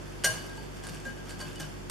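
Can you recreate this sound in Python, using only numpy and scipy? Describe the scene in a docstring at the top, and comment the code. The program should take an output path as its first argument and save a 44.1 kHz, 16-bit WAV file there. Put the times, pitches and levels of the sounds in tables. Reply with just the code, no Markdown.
"""Whisking flour in a ceramic bowl

A wire whisk stirs dry flour in a bowl on a wooden board, in a hard-walled kitchen, close to a camera's two
microphone ports. Wires clink on the bowl, which rings as decaying sines; short dull tones come from the board,
the counter and things nearby. The stroke through the flour is shaped noise with damped grains. A fridge-like
motor hums as steady sines over filtered room noise; decaying noise gives the walls' answer."""
import sys
import numpy as np
from scipy import signal
from scipy.fft import rfft, irfft, next_fast_len
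from scipy.io import wavfile
from scipy.ndimage import map_coordinates

SR = 44100
rng = np.random.default_rng(int(sys.argv[2]) if len(sys.argv) > 2 else 0)


def int16_out(signal):
    """Quantize to a 16-bit WAV file."""
    q = np.round(np.clip(np.atleast_2d(signal).T, -1, 1) * 32767)
    wavfile.write(sys.argv[1], SR, q.astype(np.int16))


def magnitude_from_level(level_db):
    """Linear magnitude for a level in decibels (20 dB per decade)."""
    exponent = np.asarray(level_db, float) / 20
    return 10 ** exponent


N = 83790  # length in samples


def unit(x):
    """Scales a sound to rms 1."""
    return x / np.sqrt(np.mean(x ** 2) + 1e-20)


def along(points, hz):
    """Reads a curve of (Hz, value) points on a log frequency axis."""
    f, v = np.transpose(points)
    return np.interp(np.log(hz + 1), np.log(f + 1), v)


def wobble(rate):
    """A smooth random curve with rate knots a second."""
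    knots = rng.standard_normal(int(N * rate / SR) + 4)
    return map_coordinates(knots, [np.arange(N) * rate / SR])


def filtered(x, response):
    """Multiplies the spectrum of x by a response of frequency in Hz."""
    m = next_fast_len(x.shape[-1] + 8192)
    spectrum = rfft(x, m) * response(np.fft.rfftfreq(m, 1 / SR))
    return irfft(spectrum, m)[..., :x.shape[-1]]


def ring(hz, db, t60, t, attack_s):
    """One mode: a sine that swells in quickly and dies by 60 dB in t60 seconds."""
    rise = 1 - np.exp(-t / attack_s)
    return magnitude_from_level(db - 60 * t / t60) * np.sin(2 * np.pi * hz * t) * rise


def add(track, s, sound):
    """Lays a sound into the track at s seconds."""
    track[round(s * SR):][:len(sound)] += sound


LINGER_DB, LINGER_LONGER = -21.5, 2.34  # weaker decay: level in dB, t60 as a multiple


def bell(hz, db, t60, t, attack_s):
    """A low bowl mode: a quick decay over a weaker part that the flour damps less, so it rings on."""
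    quick = ring(hz, db, t60, t, attack_s)
    return quick + ring(hz, db + LINGER_DB, t60 * LINGER_LONGER, t, attack_s)


# Wires meeting the bowl close to the microphones. Each row: start in seconds, relative crack level in dB,
# then relative ring level in dB of each of the three lowest bowl modes, which depends on the spot struck.
CLINKS = [(0.237, -24.5, -28.5, -35, -36), (.243, -15, -18.5, -29, -33), (0.2459, -14.5, -34, -48, -53),
          (0.2507, -19.5, -40, -52, -42), (.256, -17.5, -46, -50, -60), (0.2647, -24, -58, -58, -54),
          (0.384, -41, -38, -44, -49), (0.495, -41, -44, -55, -58), (0.5713, -42, -46, -51, -51.5),
          (.626, -60, -60, -65, -66), (0.768, -43, -67, -55, -66), (0.837, -36, -51.5, -51, -58),
          (0.8432, -43, -62, -66, -63), (0.868, -34, -55, -67, -52), (0.878, -46, -65, -66, -65),
          (0.887, -35.5, -65, -70, -66), (.8926, -33.5, -67, -71, -64), (0.905, -57, -51.5, -62, -62),
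          (0.9448, -38, -64, -73, -62), (.958, -44, -60, -66, -67), (1.0, -41, -64, -67, -62),
          (1.051, -41, -32.5, -59, -65), (1.072, -53, -67, -51, -67), (1.183, -51, -59, -63, -69),
          (1.256, -44, -65, -71, -73), (1.293, -34, -45, -67, -53), (1.306, -35, -68, -72, -64),
          (1.3918, -39, -56, -46, -55), (1.4024, -33, -45.5, -55, -38.5), (1.4125, -34.5, -46, -53, -44.5),
          (1.422, -40.5, -62, -51, -60), (1.5565, -36, -60, -42.5, -55), (1.5983, -29, -38, -44, -66),
          (1.6048, -31.5, -48, -60, -71), (1.8974, -23.5, -44, -42, -40)]
# The bowl's three main low modes, each a close pair.
# Each row: centre in Hz, split of the pair in Hz, t60 of the quick decay in seconds.
BOWL_LOW = [(1610, 4.8, .34), (2960, 14, .2), (4608, 3.5, .24)]
# Further bowl and wire modes, some close beside the low ones, all beating pairs.
# Each row: centre in Hz, level in dB relative to the contact, t60 in seconds.
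BOWL_FURTHER = [(2196, -35, 0.07), (2880, -26.5, 0.33), (2987, -27.5, 0.23), (3580, -51, 0.087),
                (4560, -24, 0.16), (4730, -33, 0.22), (5270, -24, 0.083), (5825, -16.5, 0.085),
                (6578, -13, 0.08), (7327, -39, 0.055), (9030, -16, 0.14), (9300, -14.5, .1),
                (9670, -27.5, 0.054), (11400, -23.5, 0.14), (12000, -19, 0.043), (14185, -31, 0.11)]
# Colour of the crack. Each row: frequency in Hz, relative density in dB per Hz.
CRACK = [(250, -28), (480, -5.5), (1000, -12), (1670, -3.5), (2240, -9.5), (4600, -6.5), (6670, -11),
         (8600, -5), (11000, -21), (15500, -23)]
RING_PEAK_DB, MODE_SCATTER_DB, CRACK_DB = 4, 5, -3.5  # added to low modes, random spread, added to cracks
HARD_BLOW_DB, BRIGHTER = -16, .4  # softer contacts lose this many extra dB of further modes per dB
RING_RISE_S, FURTHER_SPLIT_HZ = .012, 30
CRACK_T60_S, CRACK_RISE_S = .025, .0004


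def clinks():
    """Each contact cracks and rings the bowl anew; returns the low modes and the rest apart."""
    out, t = np.zeros((2, N + SR)), np.arange(SR * 2 // 3) / SR
    chance = rng.standard_normal((len(CLINKS), len(BOWL_FURTHER)))
    noise = rng.standard_normal((len(CLINKS), len(t)))
    cracks = filtered(noise, lambda hz: magnitude_from_level(along(CRACK, hz)))
    beat = np.cos(np.pi * FURTHER_SPLIT_HZ * t)
    crack_rise = 1 - np.exp(-t / CRACK_RISE_S)
    for (s, db, *low_db), scatter, crack in zip(CLINKS, chance, cracks):
        low = sum(bell(hz + side * split / 2, level + RING_PEAK_DB, t60, t, RING_RISE_S)
                  for (hz, split, t60), level in zip(BOWL_LOW, low_db) for side in (-1, 1)) / 2
        further_db = db + BRIGHTER * (db - HARD_BLOW_DB)
        further = beat * sum(ring(hz, further_db + level + MODE_SCATTER_DB * u, t60, t, 0.003)
                             for (hz, level, t60), u in zip(BOWL_FURTHER, scatter))
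        burst = unit(crack) * magnitude_from_level(db + CRACK_DB - 60 * t / CRACK_T60_S) * crack_rise
        add(out[0], s, low)
        add(out[1], s, further + burst)
    return out[:, :N]


# Wires dragging through flour. Each row: time in seconds, relative level in dB.
STIR = [(.3, -44), (.36, -46.5), (.48, -56), (.74, -62), (.775, -56.5), (.82, -62), (.845, -51.5),
        (.9, -57.5), (.96, -55.5), (1.0, -60.5), (1.045, -55.5), (1.06, -49), (1.14, -63), (1.25, -61.5),
        (1.305, -54.5), (1.37, -59.5), (1.416, -52), (1.465, -56), (1.52, -57), (1.58, -58), (1.61, -48.5),
        (1.66, -57), (1.78, -63), (1.89, -62)]
# Colour of the flour's hiss. Each row: frequency in Hz, relative density in dB per Hz.
FLOUR = [(290, -36), (500, -2.5), (1470, -6), (1620, 5), (1770, -9), (3950, -13.5), (4760, -11),
         (13200, -22), (15500, -75)]
STIR_START_DB, STIR_DB = -60.5, 3  # relative level up to 0.23 s, dB added to the whole stroke
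GRAIN_DB, DRAG_RING_DB = -5, -17  # grains against the hiss, and gain of the dragged bowl


def stirring():
    """Hiss and grains follow the stroke; noise of the drag keeps the bowl's low modes faintly ringing."""
    s, db = np.transpose([(0, STIR_START_DB), (.23, STIR_START_DB)] + list(STIR))
    stroke_db = np.interp(np.arange(N) / SR, s, db) + STIR_DB
    stroke = magnitude_from_level(stroke_db + 1.6 * wobble(29.8))
    hiss = unit(filtered(rng.standard_normal(N), lambda hz: magnitude_from_level(along(FLOUR, hz))))
    t = np.arange(SR // 2) / SR
    bowl = sum(ring(hz, 0, t60, t, 0.0013) for hz, _, t60 in BOWL_LOW)
    drag = signal.fftconvolve(stroke * rng.standard_normal(N), bowl / np.linalg.norm(bowl))[:N]
    return stroke * (hiss + magnitude_from_level(GRAIN_DB) * grains()) + magnitude_from_level(DRAG_RING_DB) * drag


GRAIN_HZ, GRAIN_OCTAVES, GRAIN_CYCLES = 5500, 1.1, 16  # middle pitch, spread either way, decay in cycles
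GRAINS_PER_S, GRAIN_SPREAD_DB = 450, 2.5


def grains():
    """Gritty specks crushed against the glaze: tiny damped tones of random pitch and size."""
    draw = rng.random((int(GRAINS_PER_S * N / SR), 3))  # time, pitch, size
    hz = np.clip(GRAIN_HZ * 2 ** (GRAIN_OCTAVES * (2 * draw[:, 1:2] - 1)), 500, 14000)
    size = magnitude_from_level(GRAIN_SPREAD_DB * np.minimum(-np.log(draw[:, 2:] + 1e-9), 3))
    k = np.arange(512)
    decay = np.exp(-3 * hz * k / SR / GRAIN_CYCLES)
    specks = size * np.sin(2 * np.pi * hz * k / SR) * decay
    places = (draw[:, :1] * N).astype(int) + k
    return unit(np.bincount(places.ravel(), specks.ravel(), minlength=N)[:N])


# Short dull tones of the board, the counter and things nearby, some from the bowl rocking.
# Each row: start in seconds, pitch in Hz, relative level in dB, t60 in seconds.
THUDS = [(0.245, 487, -34, .1), (.255, 166, -36, 0.17), (.262, 765, -36.5, 0.11), (.266, 634, -30.5, 0.17),
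         (.275, 1066, -40, 0.22), (0.291, 117, -36, 0.17), (.35, 159, -39, .2), (.575, 885, -42, 0.17),
         (.905, 159, -37.5, 0.25), (1.06, 527, -38.5, 0.096), (1.065, 234, -39, 0.21),
         (1.35, 188.3, -40, 0.23), (1.401, 1052, -41.5, .12), (1.42, 607, -38, 0.072),
         (1.458, 150.7, -41, 0.27), (1.599, 156.3, -37.5, 0.31), (1.6, 310, -36, 0.087)]
THUD_ATTACK_S = 0.0029


def thuds():
    """Board, counter and things nearby sound short dull tones, each a single damped mode."""
    out, t = np.zeros(N + SR), np.arange(SR // 2) / SR
    for s, hz, db, t60 in THUDS:
        add(out, s, ring(hz, db, t60, t, THUD_ATTACK_S))
    return out[:N]


# The hard walls' answer. Each row: frequency in Hz, t60 in seconds.
KITCHEN = [(200, .45), (2000, .42), (6000, .4), (14000, .3)]
ROOM_DELAY_S = 0.002914


def kitchen(x):
    """The walls answer as two noise tails in which each frequency dies at its own speed."""
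    hz, t, z = signal.stft(rng.standard_normal((2, SR // 2)), SR, nperseg=256)
    decay = magnitude_from_level(-60 * t / along(KITCHEN, hz)[:, None])
    tail = signal.istft(z * decay, SR, nperseg=256)[1]
    late = np.pad(x, (round(ROOM_DELAY_S * SR), 0))[None]
    return signal.fftconvolve(late, tail / np.linalg.norm(tail[0]), axes=1)[:, :N]


# Motor and mains lines in the kitchen. Each row: frequency in Hz, mean rms level in dB before the port balance.
HUM = [(48.6, -49.5), (60, -61.5), (97.5, -50.5), (120, -60.5), (146.5, -51), (195, -56.5), (258, -58.5),
       (296, -58), (360.5, -55)]
# Phase between the microphone ports. Each row: frequency in Hz, lead of the left in radians.
HUM_LAG = [(50, 0.66), (100, 1.27), (200, 1.15), (360, 1.16)]
HUM_WAVER_DB = 0.87


def hum():
    """Steady motor and mains lines waver slightly, each reaching the two ports with its own phase."""
    t = np.arange(N) / SR
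    ports = np.array([[.5], [-.5]])
    out = np.zeros((2, N))
    for hz, db in HUM:
        level = np.sqrt(2) * magnitude_from_level(db + HUM_WAVER_DB * wobble(6.16))
        phase = 2 * np.pi * (hz * t + rng.random()) + ports * along(HUM_LAG, hz)
        out += level * np.sin(phase)
    return out


# Colour of the room and microphone noise. Each row: frequency in Hz, relative density in dB per Hz.
AIR = [(25, -35), (45, -18), (70, -28), (110, -14.5), (200, -7.5), (400, -7.5), (700, -14.5), (1500, -20),
       (3000, -25), (4000, -29), (7000, -30.5), (11600, -40.5), (15500, -46)]
# Likeness of that noise at the two ports. Each row: frequency in Hz, correlation from -1 to 1.
AIR_ALIKE = [(50, .6), (200, -0.16), (500, -0.35), (2000, -0.21), (10000, -0.14)]
AIR_DB = -44.5  # rms over both ports, before their balance


def air():
    """Room and microphone noise, mixed from mid and side so that the ports are alike in the bass only."""
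    def colour(hz):
        turn = np.arccos(np.clip(along(AIR_ALIKE, hz), -1, 1)) / 2
        return magnitude_from_level(along(AIR, hz)) * [np.cos(turn), np.sin(turn)]
    mid, side = filtered(rng.standard_normal((2, N)), colour)
    return magnitude_from_level(AIR_DB) * unit(np.array([mid + side, mid - side]))


ROOM_DB, LEFT_OVER_RIGHT_DB = -4.5, -0.7
RING_TO_ROOM_DB = -7  # gain of the low modes' send to the room


def scene():
    """The bowl in its kitchen, over hum and air, at two ports of slightly unequal level."""
    rings, ticks = clinks()
    rest = ticks + thuds() + stirring()
    room = magnitude_from_level(ROOM_DB) * kitchen(rest + magnitude_from_level(RING_TO_ROOM_DB) * rings)
    balance = magnitude_from_level(np.array([[.5], [-.5]]) * LEFT_OVER_RIGHT_DB)
    return (rings + rest + room + hum() + air()) * balance


# Narrow dips of the camera's sound path. Each row: centre in Hz, width in Hz, depth from 0 to 1.
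NOTCHES = [(3930, 204, 0.65), (8150, 130, 1)]
TOP_HZ, TOP_WIDTH_HZ = 14500, 120  # the camera's treble ends here


def camera_response(hz):
    """The sound path's gain: narrow dips below a steep treble limit."""
    dips = [1 - np.clip(depth, 0, 1) * np.exp(-((hz - centre) / width) ** 2)
            for centre, width, depth in NOTCHES]
    limit = 1 + np.exp(np.clip((hz - TOP_HZ) / TOP_WIDTH_HZ, -50, 50))
    return np.prod(dips, axis=0) / limit


def low_pass(x):
    """Removes everything above the highest recorded frequency."""
    return signal.sosfilt(signal.butter(12, 15610, fs=SR, output="sos"), x)


def record(dry):
    """The camera's sound path shapes the scene."""
    mix = filtered(dry, camera_response)
    return low_pass(mix)


dry = scene()
out = record(dry)
int16_out(out)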